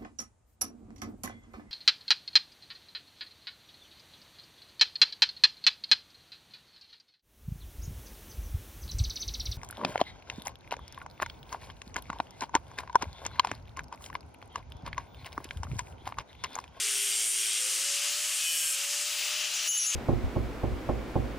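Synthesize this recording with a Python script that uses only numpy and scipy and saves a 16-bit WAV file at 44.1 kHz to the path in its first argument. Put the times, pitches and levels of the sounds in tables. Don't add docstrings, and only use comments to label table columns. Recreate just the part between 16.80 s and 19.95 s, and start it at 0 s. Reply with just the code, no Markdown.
import sys
import numpy as np
from scipy import signal
from scipy.fft import rfft, irfft, next_fast_len
from scipy.io import wavfile
from scipy.ndimage import uniform_filter1d

SR = 44100
rng = np.random.default_rng(int(sys.argv[2]) if len(sys.argv) > 2 else 0)


def amplitude_ratio(level_db):
    exponent = np.asarray(level_db, float) / 20
    return 10 ** exponent


def materialize(psi):
    bounded = np.clip(np.atleast_2d(psi).T, -1, 1)
    quanta = np.round(bounded * 32767).astype(np.int16)
    wavfile.write(sys.argv[1], SR, quanta)


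N = 138915
T = np.arange(N) / SR
HZ = np.fft.rfftfreq(N, 1 / SR) + 1
GEAR_RATIO = 3.547
FAN_BLADES = 25

# time [s], air level [dB], air treble [dB], pan L-R [dB].
AIM = [(0, -30.5, -2, 2.5), (.5, -36, 1.5, 1.5), (1.2, -31, 0.5, 3), (1.4, -31.5, 2, 2.5),
       (1.7, -35, -0.5, 2.5), (2.0, -32, 0, 2), (2.25, -32, 0, 3.5), (2.4, -31, -4.5, 4.5),
       (2.5, -29.5, -6.5, 4.5), (2.65, -31, -6.5, 6), (2.76, -30.5, -5, 5), (2.85, -30.5, -5.5, 5),
       (3.15, -27.5, -4, 5)]


def in_time(rows):
    s, *columns = np.transpose(rows)
    return [np.interp(T, s, column) for column in columns]


def rms_one(x):
    return x / np.sqrt(np.mean(x ** 2) + 1e-20)


def drift(rate):
    r = np.exp(-80 * np.pi * rate / SR)
    noise = rng.standard_normal(N // 40 + 2002)
    slow = signal.lfilter([1], [1, -2 * r, r * r], noise)[2000:]
    return np.interp(np.arange(N) / 40, np.arange(len(slow)), rms_one(slow))


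def tone(turns, db, wobble_db, rate=14):
    return np.sqrt(2) * amplitude_ratio(db + wobble_db * drift(rate)) * np.sin(2 * np.pi * turns)


def body(x, spectrum, peaks, peaks_db, patchy_db, treble_db=0, growl_db=0):
    hz, db = np.transpose(spectrum)
    power = amplitude_ratio(2 * np.interp(np.log(HZ), np.log(hz), db))
    for centre_hz, width_hz, level_db in peaks:
        resonance = 1 / (1 + (2 * (HZ - centre_hz) / width_hz) ** 2) ** 2
        power = power + amplitude_ratio(2 * (level_db + peaks_db)) * resonance
    wave = rfft(x) * np.sqrt(power)
    scale = 1 / np.std(irfft(wave, N))
    out, together = 0, drift(9.4)
    for step in range(17):
        octave = 6 + step / 2
        part = np.clip(1 - 2 * np.abs(np.clip(np.log2(HZ), 6, 14) - octave), 0, 1)
        treble_share = np.interp(octave, [12.2, 13.2, 13.8], [0, 1.3, .15])
        growl_share = np.interp(octave, [10.5, 11.2, 13.0, 12.1], [0, 1, 1, 0])
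        tilt_db = treble_db * treble_share + growl_db * growl_share
        flicker_db = patchy_db * (.5 * together + drift(8.8))
        out = out + irfft(wave * part, N) * amplitude_ratio(flicker_db + tilt_db)
    return out * scale


def turning(turns, memory, fresh):
    facets = rng.standard_normal((700, 320))
    surface = signal.lfilter([1], [1, -np.clip(memory, 0, .98)], facets, axis=0).ravel()
    worn = surface[((turns + 40) * 320).astype(int) % surface.size]
    return rms_one(worn) + fresh * rng.standard_normal(N)


def cutting(wheel_turns, load_db, pipe, flats, memory, fresh, pipe_db, treble_db, growl_db=0):
    # frequency [Hz], density [dB per Hz].
    grit = [(40, -34), (1020, -26), (1700, -15), (2700, -5.5), (4300, -12.5), (8300, -3.5), (12000, -13),
            (15300, -22.5)]
    throb_db, thump_db = 2.0, -46
    once_a_turn = np.sin(2 * np.pi * wheel_turns)
    rub = (1 + 0.13 * once_a_turn) * turning(wheel_turns, memory, fresh)
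    screech = body(rub, grit, pipe, pipe_db, 1.0, treble_db, growl_db + throb_db * once_a_turn)
    song = 0
    for multiple, db in flats:
        shift_db = .3 * growl_db if multiple < 24 else 2.5 * np.minimum(treble_db, 0)
        song = song + tone(multiple * wheel_turns, db + shift_db, 1.5, rate=15)
    return amplitude_ratio(load_db) * (screech + song + tone(wheel_turns, thump_db, 1.7))


def heavy_pass():
    # time [s], rotor tone [dB], cutting [dB], treble [dB], growl of the wheel digging in [dB].
    heavy = [(0, -60, -32.5, -1, -1), (.15, -52, -31.5, 1.5, 0), (.3, -55.5, -30.5, 2, 1.5),
             (.42, -56, -26.5, 1.5, -1), (.5, -60, -31, 4, -3.5), (.62, -55, -30.5, 2.5, -0.5),
             (.72, -63, -35.5, 5, 5), (.79, -58, -31, 3, 3), (.82, -59, -34.5, 3.5, -6),
             (1.0, -64, -34, 1, -2), (1.2, -61.5, -46, 9, -6)]
    # time [s], rotor speed [Hz].
    speed = [(0, 418), (.166, 403.4), (.368, 395.5), (.9, 384.6), (1.25, 384)]
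    # centre [Hz], width [Hz], level [dB].
    long_pipe = [(600, 470, -27.5), (1600, 160, -26), (2210, 60, -9.5), (3200, 940, -9), (4680, 150, -10),
                 (5610, 190, -4), (6130, 200, -7.5), (6670, 170, -8), (7490, 140, -3.5), (8400, 134, 0.5),
                 (9120, 264, 1), (10430, 350, -11.5), (11700, 100, -13), (13000, 380, -15.5)]
    # multiple of wheel speed [1], level under the cutting [dB].
    flats = [(13, -33), (14, -31), (18, -27), (19, -27), (20, -25), (22, -25), (26, -24), (29, -23),
             (49, -23), (52, -23), (75, -21)]
    turns = np.cumsum(in_time(speed)[0]) / SR
    rotor_db, load_db, treble_db, growl_db = in_time(heavy)
    rotor = tone(turns, rotor_db, 1.5, rate=25)
    fan = tone(FAN_BLADES * turns, -45 - 18 * T, 2.0)
    mains = tone(60 * T, -80 - 9 * T, 2.0)
    cut = cutting(turns / GEAR_RATIO, load_db + 1.5, long_pipe, flats, memory=.84, fresh=.7,
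                  pipe_db=6.5, treble_db=treble_db, growl_db=growl_db)
    return rotor + fan + mains + cut


def free_pass():
    # time [s], rotor tone [dB], fan whistle [dB], wheel wobble [dB].
    free = [(.72, -75, -62, -95), (.82, -53.5, -56, -95), (.95, -62, -52, -97), (1.12, -53.5, -54, -97),
            (1.2, -57.5, -49, -97), (1.4, -56.5, -51, -94), (1.55, -63, -62, -91), (1.65, -63.5, -65, -92),
            (1.9, -59, -51, -81), (1.97, -57.5, -46, -95), (2.2, -56.5, -50.5, -92), (2.4, -60, -46, -95),
            (2.52, -55.5, -51, -77), (2.85, -58, -52, -78), (2.9, -59, -42, -78), (3.15, -55.5, -52, -85)]
    # time [s], rotor speed [Hz].
    speed = [(.7, 490), (.8, 505), (.9, 530), (1.09, 565), (1.31, 588), (1.5, 600), (1.6, 600), (1.68, 592),
             (1.8, 572), (1.93, 557), (2.11, 579), (2.26, 592.3), (2.41, 601), (2.56, 608.5), (2.8, 615),
             (3.15, 620)]
    # time [s], cutting [dB], treble [dB], growl [dB].
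    bite = [(1.42, -66, 0, 0), (1.44, -38, -1, 5), (1.525, -39.5, 3, -3), (1.55, -41, 10, -3),
            (1.6, -35, 1, 3), (1.66, -30.5, 0.5, 0.5), (1.72, -29, -1.5, -4.5), (1.8, -26.5, -1.5, -2.5),
            (1.88, -29, 1, -3.5), (1.95, -33.5, 2.5, -4), (1.975, -70, -2, 0)]
    # centre [Hz], width [Hz], level [dB].
    short_pipe = [(2510, 130, -5.5), (2957, 100, 1), (4450, 110, -7.5), (5495, 120, -1), (6500, 230, -5.5),
                  (7470, 220, -1.5), (7980, 150, -1), (8770, 450, -3), (9770, 600, -7.5), (11170, 180, -9),
                  (11400, 180, -12), (12600, 500, -16), (13600, 1400, -15.5)]
    # multiple of wheel speed [1], level under the cutting [dB].
    flats = [(10, -23), (15, -19), (16, -19), (18, -11.5), (19, -15), (20, -18), (21, -22), (27, -21),
             (34, -13), (35, -20), (40, -14), (46, -18), (50, -18), (53, -18), (54, -19), (57, -20),
             (61, -21), (70, -25), (72, -27), (77, -33), (79, -34), (84, -35), (86, -35)]
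    # time [s], level [dB].
    gear_ring = [(.7, -62), (.85, -52), (1.05, -55), (1.2, -45), (1.3, -49), (1.4, -66), (2.3, -66),
                 (2.42, -49), (2.6, -62)]
    gear_ring_hz = 4790
    turns = np.cumsum(in_time(speed)[0]) / SR
    rotor_db, fan_db, wobble_db = in_time(free)
    rotor = tone(turns, rotor_db, 0.68, rate=22)
    fan = tone(FAN_BLADES * turns, fan_db, 1.7, rate=39)
    wheel = tone(turns / GEAR_RATIO, wobble_db, 1.1)
    gears = tone(gear_ring_hz * T + 0.13 * drift(34), in_time(gear_ring)[0], 2.1, rate=30)
    load_db, treble_db, growl_db = in_time(bite)
    cut = cutting(turns / GEAR_RATIO, load_db, short_pipe, flats, memory=.9, fresh=.5,
                  pipe_db=6.5, treble_db=treble_db, growl_db=growl_db)
    return rotor + fan + wheel + gears + cut


def grinder():
    dissolve_from_s, dissolve_to_s = 0.72, 1.27
    later = np.clip((T - dissolve_from_s) / (dissolve_to_s - dissolve_from_s), 0, 1)
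    fade_out, fade_in = np.sqrt(1 - later), np.minimum(np.sqrt(3 * later), 1)
    return fade_out * heavy_pass() + fade_in * free_pass() + cooling_air()


def flange():
    # [dB, dB, dB, dB].
    touches = [(2.738, -44, -34, -33.5, -52), (2.759, -34.5, -42, -37, -54), (2.876, -25, -34, -27, -30),
               (2.888, -36, -15, -21.5, -21), (2.913, -25, -25, -20.5, -26), (2.936, -32, -20, -39, -27),
               (2.976, -31, -25, -17, -20.5), (2.991, -20.5, -22, -38, -21),
               (3.031, -24.5, -30, -36, -22.5), (3.066, -34, -20.5, -20.5, -26.5),
               (3.11, -40, -27.5, -28, -40)]
    # frequency [Hz], level [dB], t60 [s].
    mode_groups = [
        [(5785, 0, .9)],
        [(6423, 0, 1.2)],
        [(7072, 0, .5), (7935, -18, .1), (11569, -19, .08), (13076, -24, .25), (13970, -26, .3)],
        [(10163, 0, .8), (11581, -20, .3)],
    ]
    retune_s = .003
    crack_db, crack_s = 3, .0012
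    thud_db, thud_s = -20, .02
    low_hz, low_db, low_from_s, low_to_s = 2950, -27, 2.87, 2.99
    rows, out = np.array(touches), np.zeros(N)
    last = np.searchsorted(rows[:, 0], T) - 1
    since_s, struck = np.abs(T - rows[last, 0]), last >= 0
    for k, group in enumerate(mode_groups):
        for hz, db, t60_s in group:
            ring = struck * amplitude_ratio(rows[last, k + 1] + db - 60 * since_s / t60_s)
            level = uniform_filter1d(ring, size=int(retune_s * SR))
            out += level * amplitude_ratio(0.8 * drift(17)) * np.sin(2 * np.pi * (hz * T + 0.05 * drift(41)))
    crack_band = signal.butter(4, [4800, 9000], "band", fs=SR, output="sos")
    crack = signal.sosfilt(crack_band, rng.standard_normal(N))
    out += struck * crack * amplitude_ratio(crack_db + rows[last, 3]) * np.exp(-since_s / crack_s)
    thud_band = signal.butter(2, [90, 300], "band", fs=SR, output="sos")
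    blow = struck * amplitude_ratio(rows[last, 4]) * rng.standard_normal(N) * np.exp(-since_s / thud_s)
    out += amplitude_ratio(thud_db) * signal.sosfilt(thud_band, blow)
    rocking = np.clip((T - low_from_s) / (low_to_s - low_from_s), 0, 1)
    swell = np.sqrt(np.sin(np.pi * rocking) + 1e-9)
    return out + swell * amplitude_ratio(low_db) * np.sin(2 * np.pi * low_hz * T)


def cooling_air():
    # frequency [Hz], density [dB per Hz].
    air_spectrum = [(40, -70), (220, -42), (600, -27.5), (1270, -10.5), (7170, 1), (11200, -8),
                    (12600, -18), (15500, -27)]
    # centre [Hz], width [Hz], level [dB].
    housing = [(438, 173, -21.5), (795, 220, -17.5), (1280, 140, -12), (2857, 875, 1), (4870, 66, 2.5)]
    air_top_hz = 15200
    air_db, treble_db, _ = in_time(AIM)
    air = amplitude_ratio(air_db) * body(rng.standard_normal(N), air_spectrum, housing, 0, 1.0, treble_db)
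    return irfft(rfft(air) * (HZ < air_top_hz), N)


def garage(x):
    t60_s = 0.47
    size = next_fast_len(N + SR)
    w, wave = np.linspace(0, np.pi, size // 2 + 1), rfft(x, size)
    lags = (rng.uniform(.012, .04, (2, 10)) * SR).astype(int)
    sides = []
    for side_lags in lags:
        echoes = 0
        for k, lag in enumerate(side_lags):
            loop_gain = amplitude_ratio(-60 * lag / SR / t60_s * (0.5 + 0.32 * w))
            echoes = echoes + (-1) ** k / (np.exp(1j * w * lag) / loop_gain - 1)
        sides.append(irfft(wave * echoes, size)[:N])
    return np.array(sides)


def scene():
    # frequency [Hz], share [1].
    lean = [(300, 0.53), (1300, 0.38), (6000, 0.76), (11500, 1.04), (15000, 1.2)]
    garage_db = -25
    tool, ring, side = grinder(), flange(), np.array([[1], [-1]])
    lean_hz, share = np.transpose(lean)
    leaning = irfft(rfft(tool) * np.interp(np.log(HZ), np.log(lean_hz), share), N)
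    pan = np.tanh(in_time(AIM)[2] * np.log(10) / 40)
    direct = tool + side * pan * leaning + ring * amplitude_ratio(side * 0.91)
    return direct + amplitude_ratio(garage_db) * garage(tool + ring)


def top_cut(x):
    return signal.sosfilt(signal.butter(12, 16270, fs=SR, output="sos"), x)


def record(dry):
    threshold_db, share, release_db_per_s, attack_s = -29.5, 0.86, 88, 0.001
    low_cut_hz, top_hz = 50, 15830
    level_db = 10 * np.log10(uniform_filter1d(np.mean(dry ** 2, axis=0), size=400) + 1e-12)
    release_db = release_db_per_s * T
    held_db = np.maximum.accumulate(level_db + release_db) - release_db
    r = np.exp(-1 / (attack_s * SR))
    cut_db = signal.lfilter([1 - r], [1, -r], share * np.maximum(held_db - threshold_db, 0))
    response = (HZ < top_hz) / np.sqrt(1 + (low_cut_hz / HZ) ** 4)
    mix = irfft(rfft(dry * amplitude_ratio(-cut_db)) * response, N)
    return top_cut(mix)


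dry = scene()
out = record(dry)
materialize(out)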